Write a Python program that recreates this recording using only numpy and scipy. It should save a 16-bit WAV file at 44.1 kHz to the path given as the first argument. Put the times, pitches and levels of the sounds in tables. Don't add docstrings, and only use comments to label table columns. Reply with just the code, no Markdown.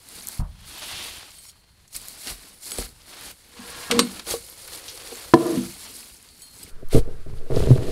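import sys
import numpy as np
from scipy import signal
from scipy.fft import rfft, irfft, next_fast_len
from scipy.io import wavfile
from scipy.ndimage import uniform_filter1d

SR = 44100
rng = np.random.default_rng(int(sys.argv[2]) if len(sys.argv) > 2 else 0)


def level_to_linear(level):
    exponent = np.asarray(level, float) / 20
    return 10 ** exponent


def store_wav(level_fs):
    pcm = np.round(np.clip(np.atleast_2d(level_fs), -1, 1) * 32767)
    wavfile.write(sys.argv[1], SR, pcm.T.astype(np.int16))


N = 348831

# pitch_hz, level_db, t60_s (time to fade by 60 dB)
FRAME_MODES = [(193.2, -2.5, 0.31), (244.2, 3, 0.18), (300, -9, 0.085), (373, -9.5, 0.099),
               (470, -5.5, 0.087), (524, -5.5, 0.026), (760, -8.5, 0.039), (1126, 7.5, 0.059),
               (1320, -8, .05)]
# pitch_hz, level_db, t60_s
BEAM_MODES = [(144, -15.5, .1), (249.6, -7.5, 0.12), (330, 2.5, 0.16), (453, -5.5, 0.11),
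              (650, -7.5, 0.077), (739, -11.5, 0.11), (1000, -1, 0.04), (1740, -20.5, 0.036)]
# pitch_hz, level_db, t60_s
FLOOR_MODES = [(42, 11.5, 0.25), (76.6, 5.5, 0.13), (109, -23, 0.067), (146, 9, 0.058), (208.3, -9.5, 0.24),
               (330, -20.5, 0.094)]
# pitch_hz, level_db, t60_s
YOKE_MODES = [(3155, -4, 1.8), (4240, 0, 3), (4485, 1.5, 2.0)]
SCENE_CHANGES_S = [
    1.506,
    6.7,
]


def rms_one(x):
    return x / np.sqrt(np.mean(x ** 2) + 1e-20)


def mix_db(*levels):
    return 10 * np.log10(sum(level_to_linear(2 * np.asarray(db)) for db in levels))


def add(out, s, burst):
    i = round(s * SR)
    out[i:i + len(burst)] += burst[:N - i]


def in_time(tables):
    s, *columns = np.concatenate(tables).T
    return [np.interp(np.arange(N) / SR, s, c) for c in columns]


def coloured(x, spectrum):
    hz, db = np.transpose(spectrum)
    size = next_fast_len(len(x))
    grid = np.log(np.arange(size // 2 + 1) * SR / size + 1)
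    gain = level_to_linear(np.interp(grid, np.log(hz), db))
    return rms_one(irfft(rfft(x, size) * gain, size)[:len(x)])


def drift(rate):
    r = np.exp(-80 * np.pi * rate / SR)
    noise = rng.standard_normal(N // 40 + 2002)
    slow = signal.lfilter([1], [1, -2 * r, r * r], noise)[2000:]
    return np.interp(np.arange(N) / 40, np.arange(len(slow)), rms_one(slow))


def grains(per_s, spread_db, clump_db, smooth):
    sizes = level_to_linear(spread_db * np.minimum(rng.exponential(1, N), 5)) * rng.choice([-1, 1], N)
    born = rng.random(N) < per_s * level_to_linear(clump_db * drift(25)) / SR
    return rms_one(rms_one(sizes * born) + smooth * rng.standard_normal(N))


def favour(hz, best_hz, slope_db):
    return -slope_db * np.log2(hz / best_hz) ** 2


def resonate(x, hz, width):
    r = np.exp(-np.pi * width / SR)
    feedback = [1, -2 * r * np.cos(2 * np.pi * hz / SR), r * r]
    return signal.lfilter([(1 - r * r) / 2, 0, (r * r - 1) / 2], feedback, x + 1e-18)


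def rubbed(resonances, db, per_s, rough_db, best_hz=None, slope_db=0):
    slips = level_to_linear(db) * grains(per_s, spread_db=rough_db, clump_db=rough_db, smooth=0.65)
    out = 0
    for k, (hz, width, level) in enumerate(resonances):
        near = 1 if best_hz is None else level_to_linear(favour(hz, best_hz, slope_db))
        sharp = resonate(resonate(slips * near, hz, 2.09 * width), hz, 3 * width)
        out = out + (-1) ** k * level_to_linear(level - 3.0) * np.sqrt(SR / (3 * width)) * sharp
    return out


def struck(hits, modes, db, slope_db, rise_s):
    out, t = np.zeros(N), np.arange(SR // 2) / SR
    signs = rng.choice([-1, 1], (len(hits), len(modes)))
    for (s, peak_db, best_hz), sign in zip(hits, signs):
        body = np.zeros(len(t))
        for (hz, level, t60), g in zip(modes, sign):
            mode_db = level + favour(hz, best_hz, slope_db) - 60 * t / t60
            body += g * level_to_linear(mode_db) * np.sin(2 * np.pi * hz * t)
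        body *= (1 - np.exp(-t / rise_s)) ** 2
        add(out, s, level_to_linear(peak_db + db) * body / np.abs(body).max())
    return out


def tine(taps, modes, db, cut_db, slope_db=0):
    out, t = np.zeros(N), np.arange(int(.7 * SR)) / SR
    for (s, peak_db, factor, *best_hz), luck in zip(taps, rng.standard_normal((len(taps), len(modes)))):
        next_change_s = min([c for c in SCENE_CHANGES_S if c > s])
        cut = np.where(s + t < next_change_s, 1, level_to_linear(cut_db))
        thin = np.zeros(len(t))
        for (hz, level, t60), g in zip(modes, luck):
            spot_db = favour(hz, (best_hz or [hz])[0], slope_db)
            mode_db = level + 2 * g + spot_db - 60 * t / (t60 * factor)
            thin += level_to_linear(mode_db) * np.sin(2 * np.pi * hz * t)
        add(out, s, level_to_linear(peak_db + db) * thin * cut)
    return out


def splinter(breaks):
    out, t = np.zeros(N), np.arange(SR // 6) / SR
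    for (s, db, hz, decay), noise in zip(breaks, rng.standard_normal((len(breaks), len(t)))):
        edges = [0.67 * hz, min(1.48 * hz, 13000)]
        shape = level_to_linear(-60 * t / decay) * np.minimum(t / (0.029 * decay), 1)
        burst = signal.sosfilt(signal.butter(2, edges, "band", fs=SR, output="sos"), noise * shape)
        add(out, s, level_to_linear(db - 3.5) * burst / np.abs(burst).max())
    return out


def effort(moves, stops=()):
    roundness, stop_fade_s = 1.62, 0.029
    t, power = np.arange(N) / SR, np.full((2, N), 1e-12)
    for s, rise, dying, db, over_db in moves:
        stop = min([c for c in stops if c > s] + [N])
        away = np.where(t < s, (s - t) / rise, (t - s) / dying) ** roundness
        away = away + np.maximum(t - stop, 0) / stop_fade_s
        layers_db = db + np.array([[0], [over_db]])
        power += level_to_linear(2 * (layers_db - 20 * np.minimum(away, 10)))
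    return 10 * np.log10(power)


def loft(x):
    t60_s = 0.42
    size = next_fast_len(N + SR)
    turn = -2j * np.pi * np.arange(size // 2 + 1) / size
    dull = 0.21 / (1 - 0.69 * np.exp(turn))
    lags = (rng.uniform(0.0098, .04, 8) * SR).astype(int)
    loops = [level_to_linear(-60 * lag / SR / t60_s) * dull * np.exp(turn * lag) for lag in lags]
    echoes = sum(g / (1 - g) * (-1) ** k for k, g in enumerate(loops))
    return irfft(rfft(x, size) * echoes, size)[:N]


def still_air():
    # pitch_hz, level_db (per Hz)
    air_colour = [(30, 0.5), (500, -6), (1000, -33), (2000, -14), (3000, -36.5), (9000, -20.5),
                  (15000, -26), (16400, -39)]
    return level_to_linear(-66.5) * coloured(rng.standard_normal(N), air_colour)


def hay_moves():
    # start_s (full effort), build_up_s, dying_s, drag_db, crackle_over_drag_db
    loft_moves = [(.23, 0.28, 0.38, -45.5, 6.5), (.72, 0.085, 0.19, -48, 3), (.97, 0.4, 0.42, -37.5, -1),
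                  (1.49, 0.35, 0.27, -61.5, 14.5), (1.96, 0.043, 0.045, -42, 10.5),
                  (2.02, 0.083, 0.76, -48, 5.5), (2.285, 0.063, 0.08, -35.5, 4),
                  (2.44, 0.099, 0.16, -50.5, 1.5), (2.66, 0.064, 0.29, -58.5, 21),
                  (2.79, 0.17, 0.12, -38.5, 2), (3.25, 0.28, 0.3, -40.5, -1.5)]
    # start_s, build_up_s, dying_s, drag_db, crackle_over_drag_db
    hatch_moves = [(3.34, 0.039, 0.98, -70.5, 13.5), (3.8, 0.39, 0.22, -40, -1.5),
                   (3.975, 0.17, 0.075, -34, -24), (4.185, 0.66, 0.067, -41.5, 1),
                   (4.32, 0.071, 0.066, -32, 6), (4.42, 0.21, 0.5, -54.5, 12.5), (4.78, 0.2, 0.055, -44, 2),
                   (5.22, 1, 0.15, -42.5, 2.5), (5.54, 0.35, 0.3, -40, 3.5), (5.875, 0.33, 0.43, -46.5, 7),
                   (6.244, 0.061, 0.39, -56, 5.5), (6.42, 0.12, 0.39, -62.5, 11.5),
                   (6.629, 0.15, 0.24, -50.5, 5)]
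    # start_s, build_up_s, dying_s, drag_db, crackle_over_drag_db
    push_moves = [
        (6.94, 0.04, 0.054, -34, -1),
        (6.979, .04, 0.039, -40.5, 4.5),
        (7.3, 1, 1, -62.5, -1.5),
        (7.581, 0.093, 0.35, -39, -3.5),
        (7.9, 0.16, .2, -41, -5.5),
    ]
    stops_s = [
        0.398,
        1.496,
        3.315,
        6.697,
    ]
    return effort(loft_moves + hatch_moves + push_moves, stops_s)


def hay(drag_db, crackle_db):
    # pitch_hz, level_db (per Hz)
    crackle_colour = [(880, -38), (1500, -22.5), (1610, -25.5), (1780, -26.5), (2190, -4.5), (2710, -26),
                      (4290, 1.5), (6020, -6.5), (9830, 0.5), (13500, -8), (15100, -12), (15900, -15),
                      (16400, -23)]
    # pitch_hz, level_db (per Hz)
    drag_colour = [(350, -39), (600, 1.5), (978, 1.5), (1320, 1), (1740, 1), (2320, 0.5), (4350, 1.5),
                   (5660, -5), (9940, -12), (12000, -14), (15600, -54), (22000, -120)]
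    drag_db, crackle_db = mix_db(drag_db, -62.5), mix_db(crackle_db, -64)
    crackle = coloured(grains(5000, spread_db=2.0, clump_db=2.0, smooth=0.43), crackle_colour)
    drag = coloured(grains(6000, spread_db=1.0, clump_db=3.0, smooth=1.5), drag_colour)
    crackle = level_to_linear(crackle_db - 2.5 + 1.7 * drift(12.0)) * crackle
    return crackle + level_to_linear(drag_db - 1.5 + 2.0 * drift(44)) * drag


def flecks(crackle_db):
    per_s, cycles, level_db = 260, 22, -9
    clicks = grains(per_s, spread_db=3.0, clump_db=4.0, smooth=0)
    dealt = rng.integers(0, 14, N)
    rings = np.zeros(N)
    for k, hz in enumerate(np.geomspace(2200, 12500, 14)):
        rings += resonate(clicks * (dealt == k), hz, hz / cycles)
    return level_to_linear(crackle_db + level_db) * rms_one(rings)


def boards_and_joists(drag_db):
    # pitch_hz, width_hz, level_db
    board_bands = [(193.5, 42, 2.5), (263, 36, -1), (330, 56, -1.5), (479, 61, 0.5), (565, 19, -4.5),
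                   (640, 130, -13), (750, 84, -10.5), (1037, 90, -8.5), (1500, 300, -17)]
    # pitch_hz, level_db (per Hz)
    joist_colour = [(12, -33.5), (20, -0.5), (27, -4.5), (59, 1), (102, -3.5), (130, -6), (200, -10.5),
                    (260, -41.5), (440, -120)]
    # start_s, scrape_over_drag_db, favoured_hz (by the spot rubbed)
    bearing = [(0, -1.5, 310), (.5, -5.5, 231), (.9, -10.5, 347), (2.25, -6.5, 318), (2.77, -1, 330),
               (3.3, -9, 332), (3.55, -4, 280), (3.85, -6.5, 400), (4.15, -1, 265), (4.45, -2, 460),
               (5.25, -2.5, 460), (5.75, -6, 300), (6.68, 1, 281)]
    # start_s, build_up_s, dying_s, scrape_db, rumble_over_scrape_db
    grinding = [
        (3.94, 0.046, 0.14, -33, -6),
    ]
    # start_s, rumble_db
    loads = [
        (.45, -35.5),
        (2.3, -59),
        (2.8, -45.5),
        (4.28, -50),
        (5.6, -46),
        (6.66, -49),
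    ]
    over_db, best_hz = in_time([bearing, [(6.72, -53, 300)]])
    grind_db, shake_db = effort(grinding)
    load_db, _ = effort([(s, 0.075, 0.3, db, 0) for s, db in loads])
    scrape_db = mix_db(drag_db + over_db, grind_db)
    rumble_db = mix_db(drag_db - 11.5, shake_db, load_db, -58.5)
    joists = coloured(grains(85, spread_db=1.0, clump_db=-2.0, smooth=0.72), joist_colour)
    boards = rubbed(board_bands, scrape_db - 6.5, 500, rough_db=3.5, best_hz=best_hz, slope_db=12.0)
    return boards + level_to_linear(rumble_db - 2.5) * joists


def snaps():
    # start_s, peak_db
    thin_snaps = [(0.088, -26), (0.2713, -12.5), (0.2862, -9.5), (0.3756, -24), (1.929, -27),
                  (1.964, -10.5), (2.643, -27), (2.6898, -25), (2.709, -18), (2.7177, -17), (2.7843, -19),
                  (4.6772, -21.5), (5.467, -19), (6.2272, -32), (6.4198, -31), (6.8864, -30), (6.929, -24)]
    # start_s, peak_db
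    thick_snaps = [(1.516, -42), (2.272, -16.5), (2.8248, -24), (3.019, -33.5), (3.713, -30), (4.7341, -23),
                   (4.8814, -22), (4.9756, -27), (5.0739, -21.5), (6.63, -38), (7.3856, -37),
                   (7.5615, -20.5), (7.638, -21), (7.7554, -26.5)]
    # start_s, peak_db, centre_hz, decay_s
    crunches = [
        (.394, -29, 815, 0.26),
        (1.877, -38, 7050, 0.045),
        (2.7181, -14, 3170, 0.011),
        (2.784, -21, 590, 0.025),
        (2.825, -26, 1500, 0.015),
        (3.903, -16, 760, 0.061),
        (3.992, -18, 995, 0.061),
        (4.879, -23, 4300, 0.19),
    ]
    thin_hz, thick_hz, spread, decay_s = 10500, 4150, 0.11, 0.0056
    stems = [(*snap, thin_hz) for snap in thin_snaps] + [(*snap, thick_hz) for snap in thick_snaps]
    breaks = [(s, db, hz * np.exp(spread * rng.standard_normal()), decay_s) for s, db, hz in stems]
    return splinter(breaks + crunches)


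def thumps():
    # start_s, peak_db, least_favoured_hz (pitches far from it gain a little)
    landings = [
        (0.392, -18, 40.4),
        (0.414, -21, 43.1),
        (1.95, -46, 37.8),
        (2.308, -37, 55.6),
        (2.784, -29.5, 48.4),
        (4.301, -45.5, 37.7),
    ]
    return struck(landings, FLOOR_MODES, db=5.0, slope_db=-0.5, rise_s=0.0034)


def skid():
    # start_s, build_up_s, dying_s, level_db, unused_db
    skims = [
        (.97, 0.35, 0.35, -37.5, 0),
    ]
    hz, width_hz = 3000, 1870
    db, _ = effort(skims)
    hiss = resonate(resonate(rng.standard_normal(N), hz, width_hz), hz, 2 * width_hz)
    return level_to_linear(db) * rms_one(hiss)


def stem_ticks():
    # start_s, peak_db, centre_hz, decay_s
    ticks = [(1.16, -40, 4600, .005), (1.318, -30, 3600, 0.0067), (1.388, -37, 2715, 0.022),
             (1.453, -39, 1500, .008), (1.516, -39, 7200, .006), (1.557, -47, 1000, 0.007),
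             (1.648, -53, 4800, .008), (1.721, -59, 8000, .005), (1.953, -24, 4600, .006),
             (1.967, -20, 9000, .012), (2.027, -33, 9500, .005), (2.078, -42, 3000, .005),
             (2.084, -14, 10500, .005), (2.176, -29, 10000, .005), (2.23, -33, 2200, .005),
             (2.281, -22, 4000, .015), (2.301, -21, 4306, .01), (3.918, -12, 1570, 0.033),
             (4.2674, -26, 4870, 0.0093), (5.572, -30, 3600, .015), (6.2877, -35, 5200, .02),
             (6.394, -38, 10500, 0.011),
             (2.704, -28, 4200, .012),
        (2.719, -25, 1100, .007),
        (2.758, -27, 4600, .025),
        (2.7845, -23, 2400, .025),
        (2.8, -26, 4400, .015),
        (2.814, -31, 900, .012),
        (2.85, -33, 4000, .01),
    ]
    return splinter(ticks)


def tine_taps():
    # start_s, peak_db, ring_time_factor, favoured_hz
    inner_taps = [
        (1.335, -42, 1.5, 8800),
        (1.3837, -26, 0.9, 9000),
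        (1.441, -33, 1.5, 5600),
        (1.466, -25, 0.5, 6900),
        (1.488, -20, 0.45, 6200),
    ]
    # pitch_hz, level_db, t60_s
    inner_modes = [(5561, -3, .15), (6869, -4, .12), (8263, -1, .22), (9523, -8, .12), (9905, -3, .14),
                   (12005, -4, .16), (12900, -9, .1), (15402, -10, .1)]
    # start_s, peak_db, ring_time_factor, favoured_hz (if any)
    outer_taps = [
        (1.8894, -45, 0.5),
        (2.5294, -31, 0.97, 11500),
        (2.7182, -13, 0.74, 8600),
        (2.7836, -11, 0.34, 9600),
        (6.3939, -36, 1.2),
        (6.4198, -25, 0.97),
        (6.541, -35, 2.5),
    ]
    # pitch_hz, level_db, t60_s
    outer_modes = [(6686, -6, .22), (7905, -4, .22), (7989, -4, .15), (9065, -3, .28), (10320, -1, .22),
                   (10960, -3, .15), (12310, -8, .12), (14104, -8, .18), (14850, -10, .18)]
    # start_s, peak_db, ring_time_factor
    yoke_taps = [
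        (1.35, -57, 1),
        (6.42, -52, .3),
    ]
    inner = tine(inner_taps, inner_modes, db=-19, cut_db=-33, slope_db=30.0)
    outer = tine(outer_taps, outer_modes, db=-18.5, cut_db=-30.5, slope_db=22.0)
    return inner + outer + tine(yoke_taps, YOKE_MODES, db=0, cut_db=-3)


def hatch_knocks():
    # start_s, peak_db, favoured_hz (by the spot struck)
    knocks = [(2.7195, -43, 520), (2.7835, -22.5, 408), (3.591, -33.5, 244), (3.901, -23.5, 225),
              (3.914, -40, 506), (3.99, -9.5, 414), (4.007, -19, 215), (4.273, -28.5, 507),
              (4.338, -16, 560), (5.118, -34, 490), (5.574, -13, 253)]
    return struck(knocks, FRAME_MODES, db=-1.0, slope_db=26.0, rise_s=0.0011)


def frame_contacts():
    # start_s, level_db, favoured_hz
    drags = [
        (3.53, -54, 900),
        (3.62, -44, 800),
        (3.78, -44.5, 1300),
        (3.895, -39, 1300),
        (3.921, -25, 400),
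        (3.985, -26, 400),
        (4.03, -31, 258),
        (4.09, -43, 215),
        (4.14, -70, 215),
    ]
    # pitch_hz, width_hz, level_db
    frame_bands = [(215, 32, -1), (350, 40, -17.5), (479, 12, -3), (740, 54, -15.5), (1051, 88, -5),
                   (1390, 30, -11), (1640, 50, -6.5), (1850, 50, -9)]
    # start_s, peak_db, favoured_hz
    edge_knocks = [
        (3.991, -18, 1130),
        (5.124, -29, 498),
    ]
    # start_s, peak_db, favoured_hz
    chatter = [
        (3.916, -20, 480),
        (3.934, -22, 330),
        (3.952, -23, 480),
        (3.963, -21, 215),
        (3.974, -20, 480),
        (4.03, -24, 200),
        (4.068, -32, 200),
    ]
    rub_db, rub_hz = in_time([[(3.5, -95, 900)], drags, [(4.17, -94, 215)]])
    out = rubbed(frame_bands, rub_db, 1500, rough_db=0.4, best_hz=rub_hz, slope_db=5.0)
    out += struck(edge_knocks, FRAME_MODES, db=-1.0, slope_db=21.5, rise_s=.0008)
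    return out + struck(chatter, FRAME_MODES, db=0.0, slope_db=16.0, rise_s=.003)


def clangs():
    # start_s, crack_db, crack_decay_s, ring_db
    strikes = [
        (3.911, -10.5, 0.048, -17),
        (3.9915, -5, 0.041, -8.5),
        (4.194, -26.5, 0.039, -29),
        (5.3385, -13.5, 0.023, -26),
    ]
    # pitch_hz, level_db, t60_s
    head_modes = [(2412, -21, 0.056), (2719, -14, 0.12), (4016, -3, 0.08), (4301, -21, 0.34),
                  (4597, 0, 0.065), (5539, -16, 0.069), (6718, -20, 0.13), (7106, -9, 0.082),
                  (8010, -9, 0.045), (8263, -7, 0.14), (9092, -8, 0.13), (11000, -21, 0.09)]
    # pitch_hz, level_db (per Hz)
    crack_colour = [(410, -30.5), (700, -11.5), (1200, -0.5), (1840, -3), (4320, 1.5), (5840, -5.5),
                    (8210, -10.5), (11500, -11), (16000, -42.5)]
    out, t = np.zeros(N), np.arange(SR // 4) / SR
    head = sum(level_to_linear(level - 60 * t / t60) * np.sin(2 * np.pi * hz * t) for hz, level, t60 in head_modes)
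    for (s, db, decay, ring_db), noise in zip(strikes, rng.standard_normal((len(strikes), len(t)))):
        crack = coloured(noise, crack_colour) * level_to_linear(-60 * t / decay) * np.minimum(t / 0.0011, 1)
        add(out, s, level_to_linear(db - 1.5) * crack + level_to_linear(db + ring_db) * head)
    return out


def beam_blow():
    # start_s, peak_db, least_favoured_hz (pitches far from it gain)
    blow = [
        (5.337, 0, 450),
    ]
    ring = struck(blow, BEAM_MODES, db=6.5, slope_db=-3.0, rise_s=0.00017)
    return signal.lfilter(*signal.butter(2, 108, "high", fs=SR), ring)


def beam_slide():
    # start_s, level_db, favoured_hz
    slide = [
        (5.369, -23, 600),
        (5.47, -22, 700),
        (5.55, -25, 560),
        (5.585, -35, 300),
        (5.63, -41, 330),
        (5.68, -43, 250),
        (5.71, -64, 160),
    ]
    # pitch_hz, width_hz, level_db
    beam_bands = [(141.2, 29.5, 6.5), (255, 30, -2), (342, 10.5, 1), (470, 30, -8.5), (635, 32, -11),
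                  (736, 137, -23), (1005, 22, -16), (1153, 50, -19), (1398, 49, -20), (1720, 90, -18.5)]
    # start_s, peak_db, favoured_hz
    bounces = [
        (5.346, -13, 300),
        (5.361, -13, 290),
        (5.412, -25, 620),
        (5.455, -27, 900),
        (5.478, -21, 340),
        (5.497, -23, 480),
        (5.527, -17, 330),
        (5.562, -22, 350),
    ]
    slide_db, slide_hz = in_time([[(5.34, -93, 596)], slide, [(5.8, -93, 250)]])
    rub = rubbed(beam_bands, slide_db - 0.5, 1500, rough_db=-0.64, best_hz=slide_hz, slope_db=4.5)
    return rub + struck(bounces, BEAM_MODES, db=0.0, slope_db=14.0, rise_s=.003)


def yoke_brush():
    # start_s, peak_db, ring_time_factor, favoured_hz
    brush = [
        (6.3, -58, .3, 4485),
    ]
    return tine(brush, YOKE_MODES, db=0, cut_db=-30, slope_db=300)


def tine_nick():
    # start_s, peak_db, ring_time_factor
    nick = [
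        (6.63, -19, 0.78),
    ]
    # pitch_hz, level_db, t60_s
    nick_modes = [(4947, -2, .06), (6460, -15, .1), (7973, 0, .04), (9674, -8, .043), (10340, -6, .08),
                  (11450, -7, .07), (12880, -7, .05)]
    return tine(nick, nick_modes, db=-18, cut_db=-30)


def sway():
    # start_s, level_db
    tremor = [
        (6.72, -45),
        (6.986, -28),
        (7.2, -38),
        (7.526, -34),
        (7.91, -38),
    ]
    # start_s, level_db, t60_s
    pushes = [
        (6.727, -25.5, 1.2),
        (6.842, -14, .4),
        (6.932, -1.5, 0.5),
        (7.185, -23, 3.1),
        (7.373, -17, 1.1),
        (7.52, -11.5, 1.5),
        (7.862, -20, .8),
    ]
    swing_hz = 8.98
    db, = in_time([[(6.69, -93.5)], tremor])
    band = signal.butter(2, [5.5, 16], "band", fs=SR, output="sos")
    slow = signal.sosfilt(band, rng.standard_normal(N))
    out = level_to_linear(db) * slow / np.sqrt(uniform_filter1d(slow ** 2, size=SR // 6) + 1e-12)
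    t = np.arange(SR) / SR
    for s, push_db, t60 in pushes:
        swing = level_to_linear(push_db - 60 * t / t60) * np.sin(2 * np.pi * swing_hz * t)
        add(out, s, swing * (1 - np.exp(-t / 0.0082)))
    return out


def hum():
    hz, width_hz = 1360, 470
    riding = np.arange(N) / SR > SCENE_CHANGES_S[-1]
    return level_to_linear(-60) * riding * rms_one(resonate(rng.standard_normal(N), hz, width_hz))


def handle_jolts():
    # start_s, peak_db, favoured_hz
    judders = [(6.759, -49, 400), (6.928, -17, 650), (6.958, -12, 270), (6.97, -11, 300), (7.28, -34, 115),
               (7.363, -42, 183), (7.599, -20, 470), (7.633, -20, 396), (7.67, -14.5, 430),
               (7.688, -13, 150), (7.712, -8, 125), (7.731, -23, 450), (7.795, -27, 115), (7.821, -21, 370),
               (7.84, -23.5, 380), (7.878, -23, 460)]
    # start_s, peak_db, favoured_hz
    jolts = [
        (6.824, -34.5, 471),
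        (6.945, -9, 290),
        (7.073, -30.5, 398),
        (7.261, -35.5, 420),
        (7.325, -35, 110),
        (7.501, -23.5, 479),
        (7.565, -14.5, 410),
        (7.704, -7, 240),
        (7.756, -18.5, 440),
    ]
    # pitch_hz, level_db, t60_s
    handle_modes = [(126, 0.5, 0.12), (265, -4, 0.044), (394, -2, 0.038), (478, -2.5, 0.028),
                    (633, -10, 0.04)]
    out = struck(judders, handle_modes, db=0.5, slope_db=10.0, rise_s=0.0025)
    return out + struck(jolts, handle_modes, db=5.0, slope_db=4.0, rise_s=0.0027)


def shove():
    # start_s, build_up_s, dying_s, shaft_db, grip_over_shaft_db
    scrapes = [
        (6.78, 0.19, 0.11, -54, -2),
        (6.96, 0.034, 0.053, -19.5, 0.5),
        (7.08, 0.1, 0.19, -43, 5.5),
        (7.27, 0.02, 0.72, -46, 0.5),
        (7.51, 0.016, 0.61, -28.5, 3),
        (7.72, 0.23, 0.021, -32, 2),
        (7.89, 0.16, 0.15, -28, -1.5),
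    ]
    # pitch_hz, width_hz, level_db
    shaft_bands = [(310, 130, -1.5), (397, 44, 2.5), (460, 28, -0.5), (639, 110, -7), (760, 190, -19.5)]
    # pitch_hz, width_hz, level_db
    grip_bands = [(46.6, 18, -1.5), (83, 24, -4), (118, 30, -1.5), (182, 380, -14)]
    shaft_db, grip_db = effort(scrapes)
    shaft = rubbed(shaft_bands, shaft_db - 4.0, 600, rough_db=4.5)
    return shaft + rubbed(grip_bands, grip_db + 0.5, 170, rough_db=4.5)


def footfalls():
    # start_s, peak_db, favoured_hz
    steps = [
        (6.945, -16, 75),
        (6.985, -20, 60),
        (7.265, -31, 70),
        (7.325, -28, 90),
        (7.57, -22, 60),
    ]
    return struck(steps, FLOOR_MODES, db=0.0, slope_db=6.0, rise_s=.004)


def scene():
    drag_db, crackle_db = hay_moves()
    steel = snaps() + tine_taps() + clangs()
    wood = thumps() + hatch_knocks() + beam_blow()
    room = level_to_linear(-14.5) * loft(steel) + level_to_linear(-21.5) * loft(wood)
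    bed = still_air() + hay(drag_db, crackle_db) + flecks(crackle_db) + boards_and_joists(drag_db)
    near = skid() + stem_ticks() + frame_contacts() + beam_slide() + yoke_brush() + tine_nick()
    handle = sway() + hum() + handle_jolts() + shove() + footfalls()
    return (steel + wood + room + bed + near + handle)[None]


def roll_off(x):
    return signal.sosfilt(signal.butter(12, 16520, fs=SR, output="sos"), x)


def record(dry):
    low_pass = signal.ellip(10, .5, 35, 15750, fs=SR, output="sos")
    cut = signal.sosfilt(low_pass, dry)
    return roll_off(np.clip(cut, -.99, .99))


dry = scene()
out = record(dry)
store_wav(out)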